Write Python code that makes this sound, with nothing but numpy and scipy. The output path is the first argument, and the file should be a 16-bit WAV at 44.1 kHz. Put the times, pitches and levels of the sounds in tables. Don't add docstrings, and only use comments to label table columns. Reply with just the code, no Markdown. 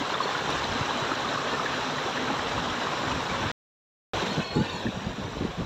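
import sys
import numpy as np
from scipy import signal
from scipy.io import wavfile
from scipy.ndimage import uniform_filter1d, map_coordinates

SR = 44100
rng = np.random.default_rng(int(sys.argv[2]) if len(sys.argv) > 2 else 0)


def volts_from_decibels(level):
    exponent = np.asarray(level, float) / 20
    return 10 ** exponent


def put_to_file(sound):
    columns = np.atleast_2d(sound).T
    safe = np.clip(columns, -1, 1)
    whole_steps = np.round(safe * 32767)
    wavfile.write(sys.argv[1], SR, whole_steps.astype(np.int16))


N = 249165

SILENCE = 3.5163, 4.1346
CONTROL_STEP = 32


def evened(x):
    return x / np.sqrt(np.mean(x ** 2) + 1e-20)


def steadied(x, size=700):
    return x / np.sqrt(uniform_filter1d(x ** 2, size=size) + 0.24 * np.mean(x ** 2))


def read(points, hz):
    f, value = np.transpose(points)
    return np.interp(np.log(hz + 1), np.log(f + 1), value)


def follow(tables, t):
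    s, *columns = np.concatenate(tables).T
    return [np.interp(t, s, column) for column in columns]


def swells(rows, t, rise, fall):
    s, hold, db = np.transpose(rows)[:3, :, None]
    return db - rise * np.maximum(s - t, 0) - fall * np.maximum(t - s - hold, 0)


def slowly(db):
    return volts_from_decibels(np.interp(np.arange(N), np.arange(len(db)) * CONTROL_STEP, db))


def add(mix, s, sound):
    part = mix[max(round(s * SR), 0):][:len(sound)]
    part += sound[:len(part)]


def band(x, low_hz, high_hz, order=2):
    return signal.sosfilt(signal.butter(order, [low_hz, high_hz], "band", fs=SR, output="sos"), x)


def resonate(x, hz, width):
    turn = np.exp(2j * np.pi * np.cumsum(hz) / SR)
    pole = np.exp(-np.pi * width / SR)
    smooth = signal.lfilter([1 - pole], [1, -pole], x / turn + 1e-18)
    return 2 * (turn * smooth).real


def bubble(hz, length_ms, rise=0.067):
    u = np.arange(-2, 3, 1000 / (SR * length_ms))
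    shape = np.exp(-np.where(u < 0, 3.0, 1.2) * u ** 2)
    return shape * np.sin(2 * np.pi * np.cumsum(hz * (1 + rise * u)) / SR)


def churn(per_s=3000, spread_db=1.5, grain_share=0.17):
    kinds = np.geomspace(150, 15000, 36)
    which = rng.integers(0, len(kinds), N)
    size = volts_from_decibels(spread_db * np.minimum(rng.exponential(1, N), 4)) * (rng.random(N) < per_s / SR)
    grains = np.zeros(N)
    for k, hz in enumerate(kinds):
        cycles = 1.41 + 0.0011 * hz
        grain = bubble(hz, 1000 * cycles / hz)
        grain = grain / np.linalg.norm(grain) * np.sqrt(hz)
        grains += signal.oaconvolve(size * (which == k), grain)[:N]
    smooth = rng.standard_normal(N)
    return np.sqrt(grain_share) * evened(grains) + np.sqrt(1 - grain_share) * smooth


def blotches(shape, bins, frames):
    chance = uniform_filter1d(rng.standard_normal(shape), size=bins, axis=0)
    return evened(uniform_filter1d(chance, size=frames, axis=1))


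def water(patchy_db=-0.5, flicker_db=0.72, gurgle_db=1.5):
    # f/Hz, level/dB per Hz
    near = [(18, -51), (30, -24), (133, -1), (315, -2), (467, 1.5), (691, 0), (1110, 8.5), (1770, -3),
            (2070, -8.5), (3880, -11), (4540, -20), (5740, -18.5), (7260, -22.5), (9190, -47.5),
            (15500, -48)]
    # f/Hz, level/dB per Hz
    away = [(18, -37), (30, -13), (102, -2), (230, 20), (299, -19), (443, 12), (673, -4.5), (921, -19),
            (1770, -36.5), (2180, -20.5), (3880, -19.5), (4660, -41), (7080, -27.5), (9190, -47),
            (15500, -46)]
    # f/Hz, width/Hz, lift/dB
    humps = [(192, 44, -4.5), (1180, 630, -7.5), (4025, 350, 3), (5726, 150, 1.5), (6600, 720, -4),
             (9200, 500, -5), (11900, 550, 7), (13200, 1600, -4), (15700, 700, 9.5)]
    # t/s, level/dB
    flow = [(0.0, -32.5), (0.6, -31), (1.4, -32), (2.3, -32), (3.52, -32), (4.13, -31), (4.25, -32),
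            (4.4, -35), (4.5, -39.5), (4.66, -37), (4.86, -39), (4.92, -40), (5.65, -41)]
    # t/s, share 0-1
    turning = [
        (4.14, 0.11),
        (4.35, 0.15),
        (4.8, 0.2),
        (5.0, 0.07),
    ]
    # t/s, hold/s, lift/dB
    slugs = [
        (0.18, .01, 2),
        (0.49, 0.0088, -3),
        (0.63, .01, -1),
        (1.29, 0.0063, 2),
        (1.34, 0.0097, 2),
        (2.31, 0.0052, 1),
        (3.07, 0.0089, 2),
        (4.515, 0.0087, 3),
        (4.562, .01, 0),
        (4.59, 0.0073, -0.5),
    ]
    slug_db_per_s = 197.5
    hz, t, z = signal.stft(churn(), SR, nperseg=1024, noverlap=768)
    slug_db = np.maximum(swells(slugs, t, slug_db_per_s, slug_db_per_s).max(0), 0)
    level_db = follow([flow], t)[0] + slug_db
    spray_db = np.where(t > SILENCE[0], -6.5, -7) - slug_db
    turn = follow([turning], t)[0] * (t > SILENCE[0])
    colour = np.outer(read(near, hz), 1 - turn) + np.outer(read(away, hz), turn)
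    for f, width, db in humps:
        colour += (db / (1 + (2 * (hz - f) / width) ** 2))[:, None]

    body = (hz > 500) & (hz < 3000)
    spray = (hz > 3000) & (hz < 8000)
    body_db, top_db = (10 * np.log10((volts_from_decibels(colour[b]) ** 2).sum(0) / len(hz)) for b in (body, spray))
    high = np.clip(np.log2(hz / 2000 + 1e-9), 0, 1)[:, None]
    colour += level_db - body_db + high * (spray_db + body_db - top_db)

    colour += patchy_db * blotches(z.shape, bins=14, frames=8)
    colour += flicker_db * blotches(z.shape, bins=150, frames=3)
    colour += gurgle_db * blotches(z.shape, bins=3, frames=6)
    return signal.istft(z * volts_from_decibels(colour), SR, nperseg=1024, noverlap=768)[1][:N]


def mirrored(x):
    # start t/s, end t/s, first delay/ms, last delay/ms, share
    mirrors = [(4.36, 4.6, 2.74, 2.68, .38), (4.38, 4.55, 2.49, 2.51, -.25), (4.34, 4.55, 1.17, 1.16, .22),
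               (4.34, 4.66, 1.94, 2.07, .22), (4.54, 4.74, 4.18, 4.04, .32), (4.58, 4.86, 3.45, 3.2, .3),
               (4.65, 4.92, 1.11, 1.15, .32), (4.62, 4.86, 1.46, 1.45, -.22), (4.5, 4.62, 4.58, 4.57, .18),
               (4.46, 4.54, 5.57, 5.57, -.22), (4.66, 5.25, .95, .91, -.2), (4.9, 5.14, 1.0, 1.0, .2)]
    t = np.arange(N) / SR
    out, power = x.copy(), np.ones(N)
    dull = band(x, 20, 5500)
    for start, end, first_ms, last_ms, share in mirrors:
        u = np.clip((t - start) / (end - start), 0, 1)
        gain = share * np.sqrt(np.sin(np.pi * u))
        late = (t - (first_ms + (last_ms - first_ms) * u) / 1000) * SR
        out += gain * map_coordinates(dull if first_ms < 1.2 else x, [late], order=3)
        power += gain ** 2
    return out / np.sqrt(power)


def splashes(tick_db=-8.0, spray_hz=5000, spray_width=350):
    # t/s, f/Hz, peak level/dB, length/ms
    large = [(0.14, 1560, -22, 1.7), (0.154, 1143, -20, 2.6), (0.206, 1100, -11.5, 2.8),
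             (0.292, 796, -23.5, 2.7), (0.312, 1130, -26, 2.4), (0.353, 1420, -24, 5.6),
             (0.4935, 990, -15.5, 1.17), (0.655, 840, -24, 2.0), (1.119, 301, -24, 5.2),
             (1.119, 1280, -24.5, 4.9), (1.377, 1137, -18, 2.7), (1.537, 463, -21, 5.0),
             (1.548, 1796, -29, 20), (1.597, 1248, -26.5, 4.6), (1.648, 450, -23, 4.0),
             (1.662, 1730, -19.5, 2.7), (1.984, 1840, -25.5, 3.5), (2.064, 442, -21.5, 3.4),
             (2.084, 732, -27, 7.3), (2.177, 1740, -19.5, 1.8), (2.305, 840, -23.5, 9.9),
             (2.395, 1414, -27.5, 4.9), (3.082, 1500, -27, 3.2), (3.299, 2275, -29, 6.3),
             (4.869, 1770, -25.5, 3.5)]
    # t/s, f/Hz, peak level/dB
    small = [(0.144, 3550, -23.5), (0.282, 3510, -29), (0.504, 5440, -31), (0.504, 6869, -41),
             (0.506, 6250, -38), (0.527, 3930, -26), (0.578, 5650, -39), (0.737, 5540, -31),
             (0.974, 7100, -35), (1.118, 3990, -30), (1.207, 6260, -38), (1.289, 3820, -25.5),
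             (2.344, 5320, -37), (4.282, 3640, -27), (4.424, 6600, -41), (4.554, 7192, -38),
             (4.566, 7600, -39), (4.582, 7192, -41), (4.599, 6395, -41), (4.698, 3680, -29)]
    small_ms = 2.1
    # t/s, peak level/dB, centre f/Hz
    ticks = [(0.022, -53, 12400), (0.0957, -52, 11500), (0.402, -52, 11500), (0.4643, -55, 11500),
             (0.5045, -38, 9700), (0.7342, -50, 11000), (0.9258, -58, 11500), (0.9692, -59, 11500),
             (1.728, -53, 12000), (2.5815, -58, 11500), (2.5995, -51, 11500), (2.7287, -55, 12000),
             (2.909, -56.5, 13400), (3.384, -52, 10300), (4.186, -49, 12000), (4.565, -60, 10500),
             (4.600, -55, 12400)]
    # delay/ms, level/dB
    banks = [
        (4.4, -9),
        (10.5, -13),
        (17, -17),
    ]
    out = np.zeros(N)
    for s, hz, db, length_ms in large + [(*row, small_ms) for row in small]:
        sound = bubble(hz, length_ms, rise=0.021)
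        if hz > spray_hz:
            sound = bubble(hz, 0.79 * length_ms, rise=0)
            fuzz = evened(band(rng.standard_normal(6000), 20, spray_width, order=3))
            sound = .2 * evened(sound * np.resize(fuzz, len(sound)))
        add(out, s - len(sound) * .4 / SR, volts_from_decibels(db) * sound)
    walls = np.zeros(2000)
    walls[0] = 1
    for delay_ms, db in banks:
        walls[round(delay_ms * SR / 1000)] = -volts_from_decibels(db)
    out = signal.oaconvolve(out, walls)[:N]
    decay = np.exp(-np.arange(300) / 90)
    for s, db, hz in ticks:
        puff = band(rng.standard_normal(300), .85 * hz, 0.99 * hz, order=1)
        add(out, s, volts_from_decibels(db + tick_db) * evened(puff) * decay)
    return out


def glugs():
    # t/s, f/Hz, peak level/dB, length/ms
    rings = [(0.010, 271, -26, 7.5), (0.214, 3580, -33, 3), (0.258, 512, -22.5, 3), (0.738, 279, -35, 8),
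             (0.811, 135, -21.5, 5.6), (0.828, 1400, -26, 2.6), (0.909, 1040, -19, 2),
             (1.027, 147, -27.5, 7), (1.251, 1200, -27, 12), (1.280, 1085, -26, 3.3),
             (1.358, 130, -32, 13.7), (1.358, 1137, -25, 4), (2.393, 1875, -29, 3.2),
             (3.170, 127, -30.5, 10), (3.483, 129.7, -33.5, 10.2), (4.174, 940, -24.5, 2.35),
             (4.196, 1464, -32, 3.6), (4.378, 310, -22, 3.74), (4.567, 270, -27, 3.05),
             (4.592, 837, -32, 4.4), (4.857, 308, -20.5, 4.02), (4.395, 150, -24.5, 10),
             (2.312, 250, -26, 6), (5.37, 450, -23.5, 1.2), (5.422, 227, -18.5, 4.1),
             (5.452, 264, -16.5, 2.6)]
    # t/s, peak level/dB, f/Hz
    slaps = [(0.022, -17, 864), (0.101, -15.5, 1110), (0.204, -15.5, 1075), (0.288, -20.5, 794),
             (0.35, -19, 1070), (0.388, -27, 888), (0.492, -15.5, 1170), (0.62, -18.5, 1070),
             (0.704, -19, 1220), (0.808, -16.5, 1090), (0.89, -20.5, 894), (0.977, -15, 937),
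             (1.115, -13, 1310), (1.202, -17.5, 861), (1.374, -18.5, 1147), (1.435, -17.5, 1060),
             (1.596, -19, 1300), (1.66, -20, 1710), (1.874, -20, 1160), (2.052, -22.5, 497),
             (2.175, -20, 1800), (2.303, -17.5, 1150), (2.392, -20, 1150), (2.422, -18, 875),
             (2.701, -21, 1140), (2.813, -23.5, 886), (2.869, -15, 1010), (2.934, -20, 1130),
             (3.054, -19, 1300), (3.227, -19, 1150), (3.266, -21, 1080)]
    slap_cycles, slap_db = 1.3, -4.5
    slap_rings = [(s + .002, hz, db + slap_db, 1000 * slap_cycles / hz) for s, db, hz in slaps]
    out = np.zeros(N)
    for s, hz, db, length_ms in rings + slap_rings:
        sound = bubble(hz, length_ms, rise=0.013)
        add(out, s - len(sound) * .4 / SR, volts_from_decibels(db) * sound)
    return band(out, 85, 12000, order=3)


def air_column(mode_hz, width):
    hz = np.full(N, float(mode_hz))
    return resonate(resonate(rng.standard_normal(N), hz, width), hz, 2 * width)


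def culvert():
    # t/s, hold/s, level/dB
    surges = [(0.0, 0.0087, -35), (0.4, 0.054, -46.5), (0.75, 0.035, -34), (0.94, .02, -36.5),
              (1.1, 0.25, -41.5), (1.53, 0.018, -35.5), (1.75, .02, -38), (1.88, 0.13, -38),
              (2.2, 0.1, -40), (2.62, 0.17, -39), (2.95, .12, -45.5), (3.13, 0.042, -35),
              (3.43, 0.032, -35)]
    rise, fall, idle_db = 130, 270, -49
    t = np.arange(0, N, CONTROL_STEP) / SR
    db = np.maximum(swells(surges, t, rise, fall).max(0), idle_db)
    hum = steadied(air_column(253, width=34), size=3000)
    return hum * slowly(db) * (np.arange(N) / SR < SILENCE[0])


def deep():
    return volts_from_decibels(-50) * evened(air_column(143, width=24)) * (np.arange(N) / SR < SILENCE[0])


def wind(width=85, small_db=-5.0):
    # t/s, hold/s, level/dB
    push_table = [(0.0, .01, -39), (0.47, 0.18, -42.5), (0.72, .01, -33.5), (0.81, .01, -38.5),
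                  (0.88, 0.4, -51), (1.29, 0.035, -54), (1.6, .01, -50), (1.83, .01, -44), (2.25, .01, -47),
                  (2.4, 0.14, -45), (2.57, 0.033, -35.5), (2.71, .01, -38), (2.85, 0.11, -51),
                  (3.1, 0.059, -34), (3.19, .06, -44), (3.34, .02, -35.5), (3.44, 0.025, -32),
                  (4.136, .06, -35), (4.38, 0.044, -51), (4.56, 0.032, -34.5), (4.65, .1, -43),
                  (4.86, .02, -36), (4.97, .01, -34.5), (5.06, 0.041, -35), (5.24, 0.04, -33.5),
                  (5.3, .04, -37.5), (5.39, 0.11, -34), (5.6, .05, -34)]
    push_rise, push_fall, calm_db = 240, 500, -64.5
    # t/s, hold/s, level/dB, centre f/Hz, small eddies re large/dB
    gust_table = [(0.704, .12, -51.5, 190, -1), (0.892, 0.012, -54, 160, -2), (2.297, 0.04, -35, 229, 7),
                  (2.58, 0.036, -40.5, 185, 0), (3.104, 0.041, -49, 168, -6),
                  (3.305, 0.018, -35.5, 176, -2), (3.41, 0.045, -44, 174.3, 12),
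                  (4.128, 0.011, -32.5, 164, -13), (4.227, 0.019, -31.5, 210, 9),
                  (4.271, 0.056, -32.5, 191, -6), (4.376, 0.027, -25, 145, 2),
                  (4.564, 0.052, -20.5, 145, 5), (4.739, 0.017, -34, 173, -5), (4.857, 0.036, -27, 176, 3),
                  (4.961, 0.02, -34, 185, -13), (5.007, 0.14, -38.5, 176, 1), (5.066, 0.0089, -29, 185, -3),
                  (5.184, 0.017, -32, 196, -1), (5.284, 0.032, -47, 140, 14), (5.359, 0.024, -39.5, 162, 9),
                  (5.411, 0.023, -26.5, 164, 3.5), (5.444, 0.017, -27, 169, -4),
                  (5.595, 0.0053, -22, 156, -22), (5.61, .02, -35, 156, -11)]
    gust_rise, gust_fall = 1460, 970
    small_fade = 400
    pitch_sag = .5
    t = np.arange(0, N, CONTROL_STEP) / SR
    push_db = np.maximum(swells(push_table, t, push_rise, push_fall).max(0), calm_db)
    rumble = steadied(band(rng.standard_normal(N), 58, 120, order=1), size=2500) * slowly(push_db)

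    gusts = swells(gust_table, t, gust_rise, gust_fall)
    start, _, _, centre_hz, small = np.transpose(gust_table)[:, gusts.argmax(0)]
    age = np.clip(t - start, 0, .15)
    hz = np.interp(np.arange(N) / SR, t, centre_hz * (1 - pitch_sag * age))
    eddies = steadied(resonate(resonate(rng.standard_normal(N), hz, width), hz, 1.7 * width))
    fast = steadied(band(rng.standard_normal(N), 216, 473, order=3))
    eddies += slowly(small + small_db - small_fade * age) * fast
    return band(rumble + band(eddies * slowly(gusts.max(0)), 58, 710), 18, 1800, order=1)


def whistle(curves, blur, octave_db=-60, waver=.002, throb_db=1.6):
    out = np.zeros(N)
    for rows in curves:
        t = np.arange(rows[0][0], rows[-1][0], 1 / SR)
        hz, db = follow([rows], t)
        a, b, c = rng.standard_normal((3, len(t)))
        hz *= 1 + waver * evened(band(a, 18, 70))
        phase = 2 * np.pi * np.cumsum(hz) / SR
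        tone = np.sqrt(2) * np.sin(phase)
        tone += blur * evened(resonate(resonate(c, hz, 98), hz, 160))
        tone += volts_from_decibels(octave_db) * np.sin(2 * phase)
        level = volts_from_decibels(db + throb_db * evened(band(b, 9.1, 60)))
        add(out, t[0], level * evened(tone) * signal.windows.tukey(len(t), .05))
    return out


def folds():
    # t/s, f/Hz, level/dB
    fold_curves = [
        [(4.42, 2180, -59), (4.48, 2220, -53), (4.56, 2190, -56)],
        [(4.5, 830, -55), (4.58, 850, -36.5), (4.67, 880, -45)],
        [(4.54, 1380, -55), (4.59, 1420, -48), (4.63, 1600, -44), (4.67, 1640, -58)],
        [(4.56, 1780, -53), (4.66, 1800, -51), (4.79, 1790, -49)],
        [(4.45, 2960, -54), (4.52, 2950, -51), (4.6, 2900, -56), (4.7, 2930, -50)],
        [(4.6, 2600, -56), (4.7, 2700, -49), (4.8, 2740, -55)],
        [(4.78, 3860, -50), (4.83, 3860, -52), (4.95, 3880, -54)],
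        [(4.68, 1050, -39), (4.74, 1020, -50), (4.85, 960, -46)],
        [(4.57, 8930, -80), (4.62, 8960, -77), (4.68, 9040, -83), (4.74, 8980, -80)],
        [(4.39, 6640, -64), (4.43, 6660, -61), (4.47, 6640, -67)],
        [(4.44, 5260, -64), (4.48, 5260, -62), (4.55, 5450, -62)],
        [(4.72, 10790, -86), (4.75, 10800, -80), (4.79, 10800, -86)],
    ]
    return volts_from_decibels(0.5) * whistle(fold_curves, blur=0.65)


def birds():
    # t/s, f/Hz, level/dB
    clear = [
        [(.17, 4260, -50), (.2, 4270, -50), (.238, 4335, -39), (.262, 4280, -47), (.296, 4420, -51),
         (.32, 4380, -55)],
        [(4.29, 4170, -55), (4.304, 4250, -39), (4.348, 4280, -44), (4.37, 4200, -52)],
        [(4.43, 4300, -50), (4.446, 4325, -43), (4.52, 4250, -42), (4.565, 4340, -41), (4.6, 4510, -46),
         (4.66, 4550, -52), (4.72, 4500, -49), (4.784, 4240, -45), (4.8, 4200, -62)],
    ]
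    # t/s, f/Hz, level/dB
    hoarse = [
        [(4.5, 3660, -58), (4.58, 3740, -50), (4.66, 3800, -52), (4.74, 3900, -53), (4.81, 3840, -52),
         (4.86, 3880, -56)],
        [(4.4, 2524, -48), (4.425, 2550, -45), (4.55, 2570, -58)],
        [(4.44, 3290, -54), (4.48, 3300, -49), (4.56, 3310, -52)],
        [(4.69, 6880, -64), (4.75, 7010, -53), (4.8, 6740, -64)],
        [(4.68, 10100, -84), (4.75, 10080, -78), (4.84, 10050, -84)],
        [(4.76, 5180, -62), (4.8, 5180, -57), (4.85, 5200, -62)],
    ]
    return volts_from_decibels(-1.5) * whistle(clear, blur=.6, octave_db=-34) + whistle(hoarse, blur=1.1)


def scene():
    wash = mirrored(water()) + splashes() + glugs()
    hum = culvert() + deep()
    return (wash + hum + wind() + folds() + birds())[None]


def low_pass(x):
    return signal.sosfilt(signal.butter(12, 16820, fs=SR, output="sos"), x)


def record(dry):
    t = np.arange(N) / SR
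    fade = np.clip(np.maximum(SILENCE[0] - t, t - SILENCE[1]) / .0007 + .5, 0, 1)
    hiss = evened(band(rng.standard_normal(N), 11500, 16500, order=1))
    hissed = dry + volts_from_decibels(-77) * hiss
    clipped = .36 * np.tanh(hissed / .36)
    faded = clipped * np.sin(np.pi / 2 * fade) ** 2
    edge = signal.firwin(3001, 15490, window=("kaiser", 10), fs=SR)
    return low_pass(signal.oaconvolve(faded, edge[None], "same"))


dry = scene()
out = record(dry)
put_to_file(out)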